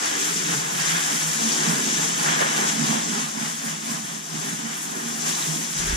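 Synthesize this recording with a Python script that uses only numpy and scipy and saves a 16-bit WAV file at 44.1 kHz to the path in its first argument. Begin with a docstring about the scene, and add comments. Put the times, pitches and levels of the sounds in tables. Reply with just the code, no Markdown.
"""Closed, hard-walled trailer: a hose nozzle is waved to and fro over the floor.
Drops hiss and splash as filtered random impacts, some ring as plinks; the walls add a short noise tail.
The jet drums on resonant floor panels, swelling near single pitches; gobs splat and ring the wet floor.
Air rumbles on the microphone ports as low noise; at the end the mount rings at a few low bumps."""
import sys
import numpy as np
from scipy import signal
from scipy.fft import rfft, irfft, next_fast_len
from scipy.io import wavfile
from scipy.ndimage import uniform_filter1d

SR = 44100
rng = np.random.default_rng(int(sys.argv[2]) if len(sys.argv) > 2 else 0)


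def inscribe(sig):
    """Save sig as 16-bit PCM at rate SR to the path in sys.argv[1].

    A 1-D sig is mono; a 2-D sig holds one channel per row.
    Samples are clipped to [-1, 1] before scaling.
    """
    pcm = np.round(np.clip(np.atleast_2d(sig).T, -1, 1) * 32767)
    wavfile.write(sys.argv[1], SR, pcm.astype(np.int16))


N = 262836
SIZE = next_fast_len(N + SR // 2)      # FFT length, with room for a tail
HZ = np.maximum(np.arange(SIZE // 2 + 1) * SR / SIZE, 1)

# Source levels stand ahead of trailer, ports and pan.
# Jet landing near or far: (time [s], hiss [dB], splash [dB], slap over splash [dB], mist over hiss [dB])
JET_LEVELS = [(0.0, -29.5, -34.5, -3, 1), (0.4, -29.5, -38, -5, 0), (0.66, -32, -35.5, -2.5, 1.5),
              (0.95, -27.5, -34.5, -5, 0), (1.3, -29.5, -36.5, 0.5, 1), (1.7, -28.5, -32.5, -1, -3),
              (2.1, -29, -38, 0.5, -4), (2.4, -31, -30.5, -3.5, -3), (2.8, -34.5, -41.5, 1, -4.5),
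              (3.3, -35.5, -42, -0.5, -1.5), (3.55, -36.5, -43, 0, 0), (3.8, -36.5, -44, -0.5, 0),
              (4.25, -39.5, -46.5, 0.5, 1.5), (4.5, -35, -41.5, -2.5, -1), (4.95, -37, -40, -1.5, 4),
              (5.3, -31, -41.5, 2, 0), (5.68, -33.5, -43, 0.5, -1.5), (5.96, -36.5, -38, -4.5, 3.5)]
# Nozzle waves, the short ones slaps: (time [s], hiss swell [dB], splash swell [dB], bell sigma [s])
STROKES = [(.07, -0.5, 3, 0.056), (.27, 0.5, 3.5, 0.066), (.38, 2.5, -3.5, 0.01), (.51, 1.5, 5.5, 0.038),
           (.72, 0, 0, 0.033), (.81, 2.5, 4, 0.01), (.89, 2.5, 2, 0.034), (.96, -1.5, 5.5, 0.027),
           (1.09, 0, 3.5, 0.043), (1.5, 2, -1.5, 0.1), (1.7, 0, 2, 0.074), (1.84, 1.5, -3, 0.043),
           (2.02, 1.5, 3.5, 0.045), (2.28, 3.5, 5.5, 0.051), (2.415, 3, 5, 0.015), (2.62, 4, 5, 0.11),
           (2.69, 3.5, 0, 0.034), (2.92, 7.5, 8.5, 0.089), (3.17, 5, 5.5, 0.063), (3.38, 1, 1.5, 0.026),
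           (3.46, 4, 5.5, 0.048), (3.69, 4, 5, 0.042), (3.75, -0.5, 1, .02), (3.92, 4, 6.5, 0.052),
           (4.12, 3, 3.5, 0.041), (4.36, 2.5, 3, 0.044), (4.47, 2, 3.5, 0.039), (4.7, 1, 1.5, 0.029),
           (4.99, 1, 1.5, 0.017), (5.28, 4.5, 3.5, 0.03), (5.42, 2, 3.5, 0.038), (5.56, 2.5, 1, 0.037),
           (5.81, 5, 4.5, 0.045), (5.91, 4.5, 6, 0.032)]
# Drop sizes, fat to fine: (lower band edge [Hz], impact rate [1/s], flicker [dB])
DROP_SIZES = [(463, 2500, 1.0), (1266, 3500, 1), (2276, 8000, 1), (3840, 15000, 0.88), (9050, 13000, 1.6)]
# Colour of the drops in the trailer: (frequency [Hz], density [dB per Hz])
SPRAY_COLOUR = [(300, 1), (500, -6.5), (700, 3.5), (900, 4.5), (1300, -1), (1500, 1.5), (1650, -1.5),
                (1800, 1), (2100, -3.5), (2600, -8.5), (3400, -6.5), (4200, -13.5), (5500, -6),
                (6300, -3.5), (7500, -3.5), (8500, -9.5), (10000, -10), (11300, -16.5), (12500, -17.5),
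                (15000, -24.5)]
# Panels under the jet: (time [s], deep modes [dB], middle modes [dB], upper modes [dB])
DRUM_LEVELS = [(0, -55.5, -46.5, -41.5), (.55, -38, -43.5, -41), (1, -44, -47, -46),
               (1.25, -39, -45, -45.5), (1.6, -42.5, -36.5, -38), (2.1, -37.5, -40.5, -41.5),
               (2.5, -43, -38, -39.5), (2.75, -42, -37, -47.5), (2.95, -42.5, -34.5, -44),
               (3.3, -47.5, -41.5, -50), (3.8, -49, -41.5, -52), (4.05, -44, -39, -52.5),
               (4.25, -49, -50, -51), (4.5, -42.5, -40.5, -45.5), (4.8, -45.5, -43.5, -49),
               (5.15, -42.5, -38.5, -45), (5.45, -43, -48, -46.5), (5.7, -43.5, -43.5, -48),
               (5.96, -49, -57, -46)]
# Floor panel modes, one list per group: (frequency [Hz], width [Hz], relative density [dB])
PANEL_GROUPS = [
    [(138.7, 9.4, -13.5), (158.9, 10, -1.5), (183, 8.9, -8)],
    [(208.7, 16, 1), (227, 13.1, 5), (273.6, 12.5, -3)],
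    [(297.2, 14.5, -2), (333.7, 17, -5), (369.3, 17, -4), (414.6, 17.7, -4.5), (453, 23, -4),
     (480.7, 20, -9), (558.4, 14.5, -5.5)],
]
# Part of the splash swell taken by each panel group: (share [dB per dB])
DRUM_FOLLOWS = [0.95, 0.26, 0.7]
# Short swells of the drumming near a pitch: (time [s], swell [dB], pitch [Hz])
PITCH_SWELLS = [(.18, 5, 296), (.21, 0, 262), (.38, 5.5, 220), (.5, 2.5, 310), (.57, 3.5, 160),
                (.77, 4.5, 161), (.94, 5, 156), (1.07, -1, 160), (1.13, 7, 237), (1.27, 3, 160),
                (1.4, 5.5, 225), (1.47, 6.5, 234), (1.53, 4.5, 280), (1.64, 6, 164), (1.69, 4, 225),
                (1.71, 8, 159), (1.79, 5.5, 235), (1.89, 7, 235), (2.3, 2, 159), (2.4, 1.5, 160),
                (2.62, 6, 278), (2.7, 2, 268), (2.8, 6, 226), (2.83, 4.5, 161), (2.9, 4, 227),
                (2.95, 3, 163), (3.1, 5, 227), (3.13, -0.5, 162), (3.18, 5.5, 228), (3.24, 4, 161),
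                (3.38, 4.5, 162), (3.4, 6.5, 222), (3.48, 2.5, 157), (3.66, 4, 225), (3.72, 4, 162),
                (3.9, 5.5, 228), (3.97, 3, 160), (4.1, -0.5, 205), (4.17, 3.5, 228), (4.18, 3, 160),
                (4.35, 8, 178), (4.36, 4.5, 225), (4.49, 2.5, 230), (4.52, 1.5, 176), (4.65, 6, 222),
                (4.98, 5.5, 290), (5.05, 3.5, 227), (5.18, 2.5, 225), (5.31, 6, 228), (5.49, 8, 157),
                (5.58, 9, 260), (5.64, 5, 175), (5.79, 6.5, 146), (5.85, 4.5, 165), (5.88, 8, 378)]
# Air on the ports: (time [s], level [dB])
WIND_LEVEL = [(0, -57.5), (.6, -61), (1.22, -61), (1.45, -68), (2.5, -70), (3.1, -66), (3.6, -71),
              (5.3, -72), (5.45, -64), (5.7, -70)]
# Colour of that air: (frequency [Hz], density [dB per Hz])
AIR_COLOUR = [(20, -7), (30, -2), (45, -5), (57, 1), (72, -9), (90, 2), (115, -5), (200, -10), (400, -44)]
# Port pair: (frequency [Hz], left-right likeness [0-1], left lead [rad], left over right [dB])
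PORT_PAIR = [(120, .97, 0, -4.5), (220, .95, .05, -5.5), (300, .91, .3, -8.4), (390, .67, 1.3, -10.7),
             (480, .62, 1.9, -5.6), (580, .86, 2.4, -2), (900, .82, 2.9, -.2), (1200, .45, 3.3, -1.8),
             (1700, .5, 1.9, .1), (2100, .3, 3.7, 2.1), (2800, .1, 5.6, -.9), (3500, .6, 6.4, -1.3),
             (4200, .8, 6.2, .8), (5000, .22, 6.5, 4.4), (6300, .05, 4, 6.8), (7600, .05, 3, 2.2),
             (9000, .16, 2.9, -1.8), (11500, .4, 3.2, -1.2), (15000, .1, 3, .3)]
# Gobs hitting the floor: (time [s], peak [dB], fatness [dB])
SPLATS = [(.505, -30, -19), (0.754, -26, -13), (0.798, -20.5, -25), (.915, -20, -9), (0.956, -21, -21),
          (.975, -27, -20), (2.262, -31, -16), (2.294, -16, -12), (2.417, -22, 9), (2.467, -21, 1),
          (3.685, -24.5, -27)]
# Resonances of the thin and the fat part of a splat: (frequency [Hz], width [Hz], level [dB])
SPLAT_THIN = [(1580, 380, -11), (3200, 1000, -19)]
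SPLAT_FAT = [(560, 49, 19), (800, 560, 2)]
# Wet floor ring: (frequency [Hz], width [Hz], level [dB])
FLOOR_RING = [(1510, 40, -4), (1670, 50, 11), (2170, 45, -18)]
# Lower ring after a fat gob: (frequency [Hz], width [Hz], level [dB])
SLAP_RING = [(335, 73, -4), (543, 40, 0)]
# Knocks on the mount: (time [s], peak [dB])
BUMPS = [(5.752, -47.5), (5.786, -36), (5.81, -43), (5.835, -35), (5.861, -28), (5.887, -23.5),
         (5.924, -21.5)]
# Mount resonances: (frequency [Hz], width [Hz], level [dB])
MOUNT_MODES = [(30, 31, -3), (58, 13, 5.5), (110, 55, -14.5), (220, 110, -8)]

DROP_SPREAD_DB = 3
PATTER_FOLLOWS_SPLASH = 0.35      # dB per dB of splash over hiss
PLINK_OVER_HISS_DB, PLINKS_PER_S = -11.5, 500.0
PLINK_LOW_HZ, PLINK_HIGH_HZ = 598, 5240
PLINK_CYCLES = 31      # cycles in which a plink falls by 57 dB
HOLLOW_DB, HOLLOW_FOLLOWS = -48, 1.44      # at mean splash; dB per dB of splash
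TRAILER_T60_S, TRAILER_DB = 0.11, -4.5      # tail level is against the direct sound
MODE_WANDER_DB = 2.5
SWELL_SIGMA_S, GROUP_REACH_OCTAVES, MODE_REACH_OCTAVES = 0.033, 0.35, 0.1
WIND_ALIKE, WIND_PAN_DB = 0.71, -3.5      # pan is left over right
SPLAT_SIGMA_S, RING_UNDER_PEAK_DB = 0.01, -19
LOW_CUT_HZ, CUTOFF_HZ = 126.7, 15250


def from_db(db):
    """Gain of a level in dB."""
    return 10 ** (np.asarray(db) / 20)


def rms_one(x):
    """Scale to rms 1."""
    return x / np.sqrt(np.mean(x ** 2) + 1e-20)


def even(x, hold_s, amount):
    """Divide out part of the running level of a noise to calm its swelling; rms 1."""
    power = uniform_filter1d(x ** 2, size=round(hold_s * SR))
    return rms_one(x / power ** (amount / 2))


def in_time(rows):
    """Columns of a time table at every sample."""
    s, *columns = np.transpose(rows)
    return [np.interp(np.arange(N) / SR, s, column) for column in columns]


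def over_hz(rows):
    """Columns of a frequency table at every FFT bin, on a log axis."""
    hz, *columns = np.transpose(rows)
    return [np.interp(np.log(HZ), np.log(hz), column) for column in columns]


def shape(x, gain):
    """Filter by a gain per FFT bin."""
    return irfft(rfft(x, SIZE) * gain, SIZE)[..., :N]


def drift(corner_hz):
    """Slow random curve of rms about 1: noise at SR/40 through a double one-pole low-pass."""
    r = np.exp(-80 * np.pi * corner_hz / SR)
    noise = rng.standard_normal(N // 40 + 2002)
    slow = signal.lfilter([1], [1, -2 * r, r * r], noise)[2000:]      # settled part
    return np.interp(np.arange(N) / 40, np.arange(len(slow)), rms_one(slow))


def swells(times_s, heights_db, sigmas_s):
    """Bell-shaped level changes, summed in dB."""
    t = np.arange(0, N, 40) / SR
    bells = np.exp(-.5 * ((t[:, None] - times_s) / sigmas_s) ** 2)
    return np.interp(np.arange(N) / SR, t, bells @ heights_db)


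def resonate(x, modes):
    """Parallel two-pole resonances with alternating signs."""
    out = 0
    for k, (hz, width_hz, db) in enumerate(modes):
        r = np.exp(-np.pi * width_hz / SR)
        b = (1 - r * r) / 2 * np.array([1, 0, -1])
        a = [1, -2 * r * np.cos(2 * np.pi * hz / SR), r * r]
        out = out + (-1) ** k * from_db(db) * signal.lfilter(b, a, x)
    return out


def struck(times_s, peaks_db, modes, contact_s):
    """Soft blows: a Hann push of the contact time rings the modes of a body."""
    push = np.pad(np.hanning(round(contact_s * SR) + 2), (0, SR // 4))
    knock = resonate(push, modes)
    clicks = np.zeros(N)
    clicks[np.round(np.asarray(times_s) * SR).astype(int)] = from_db(peaks_db)
    return signal.fftconvolve(clicks, knock / abs(knock).max())[:N]


def drops(per_s):
    """Two unrelated showers of uneven impacts: one shared by both ports, one scattered by the walls."""
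    size_db = DROP_SPREAD_DB * np.minimum(rng.exponential(1, (2, N)), 5)
    impacts = from_db(size_db) * rng.choice([-1, 1], (2, N))
    return impacts * (rng.random((2, N)) < per_s / SR)


def spray(hiss_db, splash_db, slap_db, mist_db):
    """Each drop size fills its own band, with a small random level flicker."""
    colour = from_db(over_hz(SPRAY_COLOUR)[0])
    above = [1 / (1 + (hz / HZ) ** 8) for hz, _, _ in DROP_SIZES] + [0]      # power share above each edge
    shares = [low - high for low, high in zip(above, above[1:])]
    # band 1 sets the scale of slap and splash, band 3 that of the finer drops
    units = [np.sqrt(np.sum(colour ** 2 * shares[k])) for k in (1, 1, 3, 3, 3)]
    wetness_db = splash_db - hiss_db
    patter_db = hiss_db + PATTER_FOLLOWS_SPLASH * (wetness_db - wetness_db.mean())
    fine_db = hiss_db + mist_db + 1.44 * drift(4.0)
    levels_db = splash_db + slap_db, splash_db, patter_db, hiss_db, fine_db
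    out = 0
    for (_, per_s, flicker_db), share, unit, db in zip(DROP_SIZES, shares, units, levels_db):
        shower = shape(rms_one(drops(per_s)), colour * np.sqrt(share * len(HZ)) / unit)
        out = out + from_db(db + flicker_db * drift(16.5)) * shower
    return out


def plinks(db, count=14):
    """Scattered drops trap bubbles that ring for a moment, each pitch coming and going in patches."""
    hits, dealt = drops(PLINKS_PER_S), rng.integers(0, count, N)
    pitches_hz = np.geomspace(PLINK_LOW_HZ, PLINK_HIGH_HZ, count) * rng.uniform(0.96, 1.05, count)
    rings = 0
    for k, hz in enumerate(pitches_hz):
        bubble = [(hz, 2.1 * hz / PLINK_CYCLES, 0)]
        rings = rings + from_db(2.8 * drift(5.0)) * resonate(hits * (dealt == k) + 1e-18, bubble)
    return from_db(db) * rms_one(rings)


def hollow(splash_db):
    """Splash keeps the wet floor ringing; the ring grows faster than the splash."""
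    ring = rms_one(resonate(drops(900.0), FLOOR_RING))
    return from_db(HOLLOW_DB + HOLLOW_FOLLOWS * (splash_db - splash_db.mean())) * ring


def trailer(x, count=8):
    """The jet wanders over spots on the floor; each adds its own dense dying tail off the hard walls."""
    t = np.arange(SR // 2) / SR
    spot = count * drift(3.88) / 2 % count
    out = x
    for k in range(count):
        apart = abs((spot - k + count / 2) % count - count / 2)
        share = np.sqrt(np.clip(1 - apart, 0, 1))      # constant-power cross-fade
        tail = rng.standard_normal((2, len(t))) * from_db(-60 * t / TRAILER_T60_S) * (t > .003)
        tail = from_db(TRAILER_DB) * tail / np.sqrt(np.sum(tail ** 2, axis=1, keepdims=True))
        out = out + shape(x * share, rfft(tail, SIZE))
    return out / np.sqrt(1 + from_db(2 * TRAILER_DB))


def pitch_swells(near_hz, octaves):
    """Swell [dB] of the drumming near a pitch."""
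    s, db, hz = np.transpose(PITCH_SWELLS)
    nearness = np.exp(-.5 * (np.log2(hz / near_hz) / octaves) ** 2)
    return swells(s, db * nearness, SWELL_SIGMA_S)


def drum_levels(stroke_db):
    """Each panel group follows the strokes in part and swells near the pitch of its strongest mode."""
    centres_hz = [max(modes, key=lambda mode: mode[2])[0] for modes in PANEL_GROUPS]
    return [slow_db + share * stroke_db + pitch_swells(hz, GROUP_REACH_OCTAVES)
            for slow_db, share, hz in zip(in_time(DRUM_LEVELS), DRUM_FOLLOWS, centres_hz)]


def floor_drum(levels_db):
    """The pelting jet keeps panel modes ringing; each wanders in level and swells near its own pitch."""
    pelting, out = drops(3000.0), 0
    for db, modes in zip(levels_db, PANEL_GROUPS):
        group = 0
        for k, (hz, width_hz, mode_db) in enumerate(modes):
            ring = even(resonate(pelting, [(hz, width_hz, 0)]), 0.073, 0.4)
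            ring_db = mode_db + MODE_WANDER_DB * drift(3.2) + pitch_swells(hz, MODE_REACH_OCTAVES)
            group = group + (-1) ** k * from_db(ring_db) * np.sqrt(width_hz) * ring
        out = out + from_db(db) * even(group, 0.079, 0.6)
    return out


def wind(db):
    """Low turbulent noise, partly alike on both ports."""
    colour = from_db(over_hz(AIR_COLOUR)[0]) * (HZ > 12)
    left, other = even(shape(rng.standard_normal((2, N)), colour), .12, .5)
    right = WIND_ALIKE * left + np.sqrt(1 - WIND_ALIKE ** 2) * other
    return from_db(db) * np.array([left, right])


def splats():
    """Gobs burst as thin and fat resonant noise, then ring the wet floor, lower for fat ones."""
    s, db, fat_db = np.transpose(SPLATS)
    t = np.arange(N) / SR
    out = 0
    for modes, peaks_db in ((SPLAT_THIN, db), (SPLAT_FAT, db + fat_db)):
        burst = sum(gain * np.exp(-.5 * ((t - at_s) / SPLAT_SIGMA_S) ** 2)
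                    for at_s, gain in zip(s, from_db(peaks_db)))
        noise = even(resonate(rng.standard_normal((2, N)), modes), 0.02, 0.39)
        out = out + burst * noise / 3      # noise peaks near 3 x rms
    ring_db = db + RING_UNDER_PEAK_DB
    return out + struck(s, ring_db, FLOOR_RING, 0.00068) + struck(s, ring_db + fat_db, SLAP_RING, 0.0013)


def bumps():
    """Soft knocks shake the mount, which rings briefly in the deep bass."""
    return struck(*np.transpose(BUMPS), MOUNT_MODES, 0.0044)


def ports(shared, scattered):
    """Two close ports in one housing: likeness, phase and balance depend on frequency."""
    alike, lead_rad, balance_db = over_hz(PORT_PAIR)
    left = shape(shared, from_db(balance_db / 2))
    right = shape(shared, alike * np.exp(-1j * lead_rad)) + shape(scattered, np.sqrt(1 - alike ** 2))
    return np.array([left, shape(right, from_db(-balance_db / 2))])


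def scene():
    """Spray in the trailer, drum and splats pass a wind filter; air and knocks come on top."""
    hiss_db, splash_db, slap_db, mist_db = in_time(JET_LEVELS)
    s, hiss_swell_db, splash_swell_db, sigmas_s = np.transpose(STROKES)
    stroke_db = swells(s, splash_swell_db, sigmas_s)
    hiss_db = hiss_db + swells(s, hiss_swell_db, sigmas_s)
    splash_db = splash_db + stroke_db
    water = spray(hiss_db, splash_db, slap_db, mist_db)
    water = water + plinks(hiss_db + PLINK_OVER_HISS_DB) + hollow(splash_db)
    water = trailer(water) * from_db(2.0)
    water = water + floor_drum(drum_levels(stroke_db)) + splats()
    low_cut = signal.cheby1(7, 1, LOW_CUT_HZ, "high", fs=SR, output="sos")
    pan = from_db([[WIND_PAN_DB / 2], [-WIND_PAN_DB / 2]])
    rumble = (wind(in_time(WIND_LEVEL)[0]) + bumps()) * pan
    return signal.sosfilt(low_cut, ports(*water)) + rumble


def record(dry):
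    """Steep elliptic low-pass at the top."""
    return signal.sosfilt(signal.ellip(12, .5, 80, CUTOFF_HZ, fs=SR, output="sos"), dry)


dry = scene()
out = record(dry)
inscribe(out)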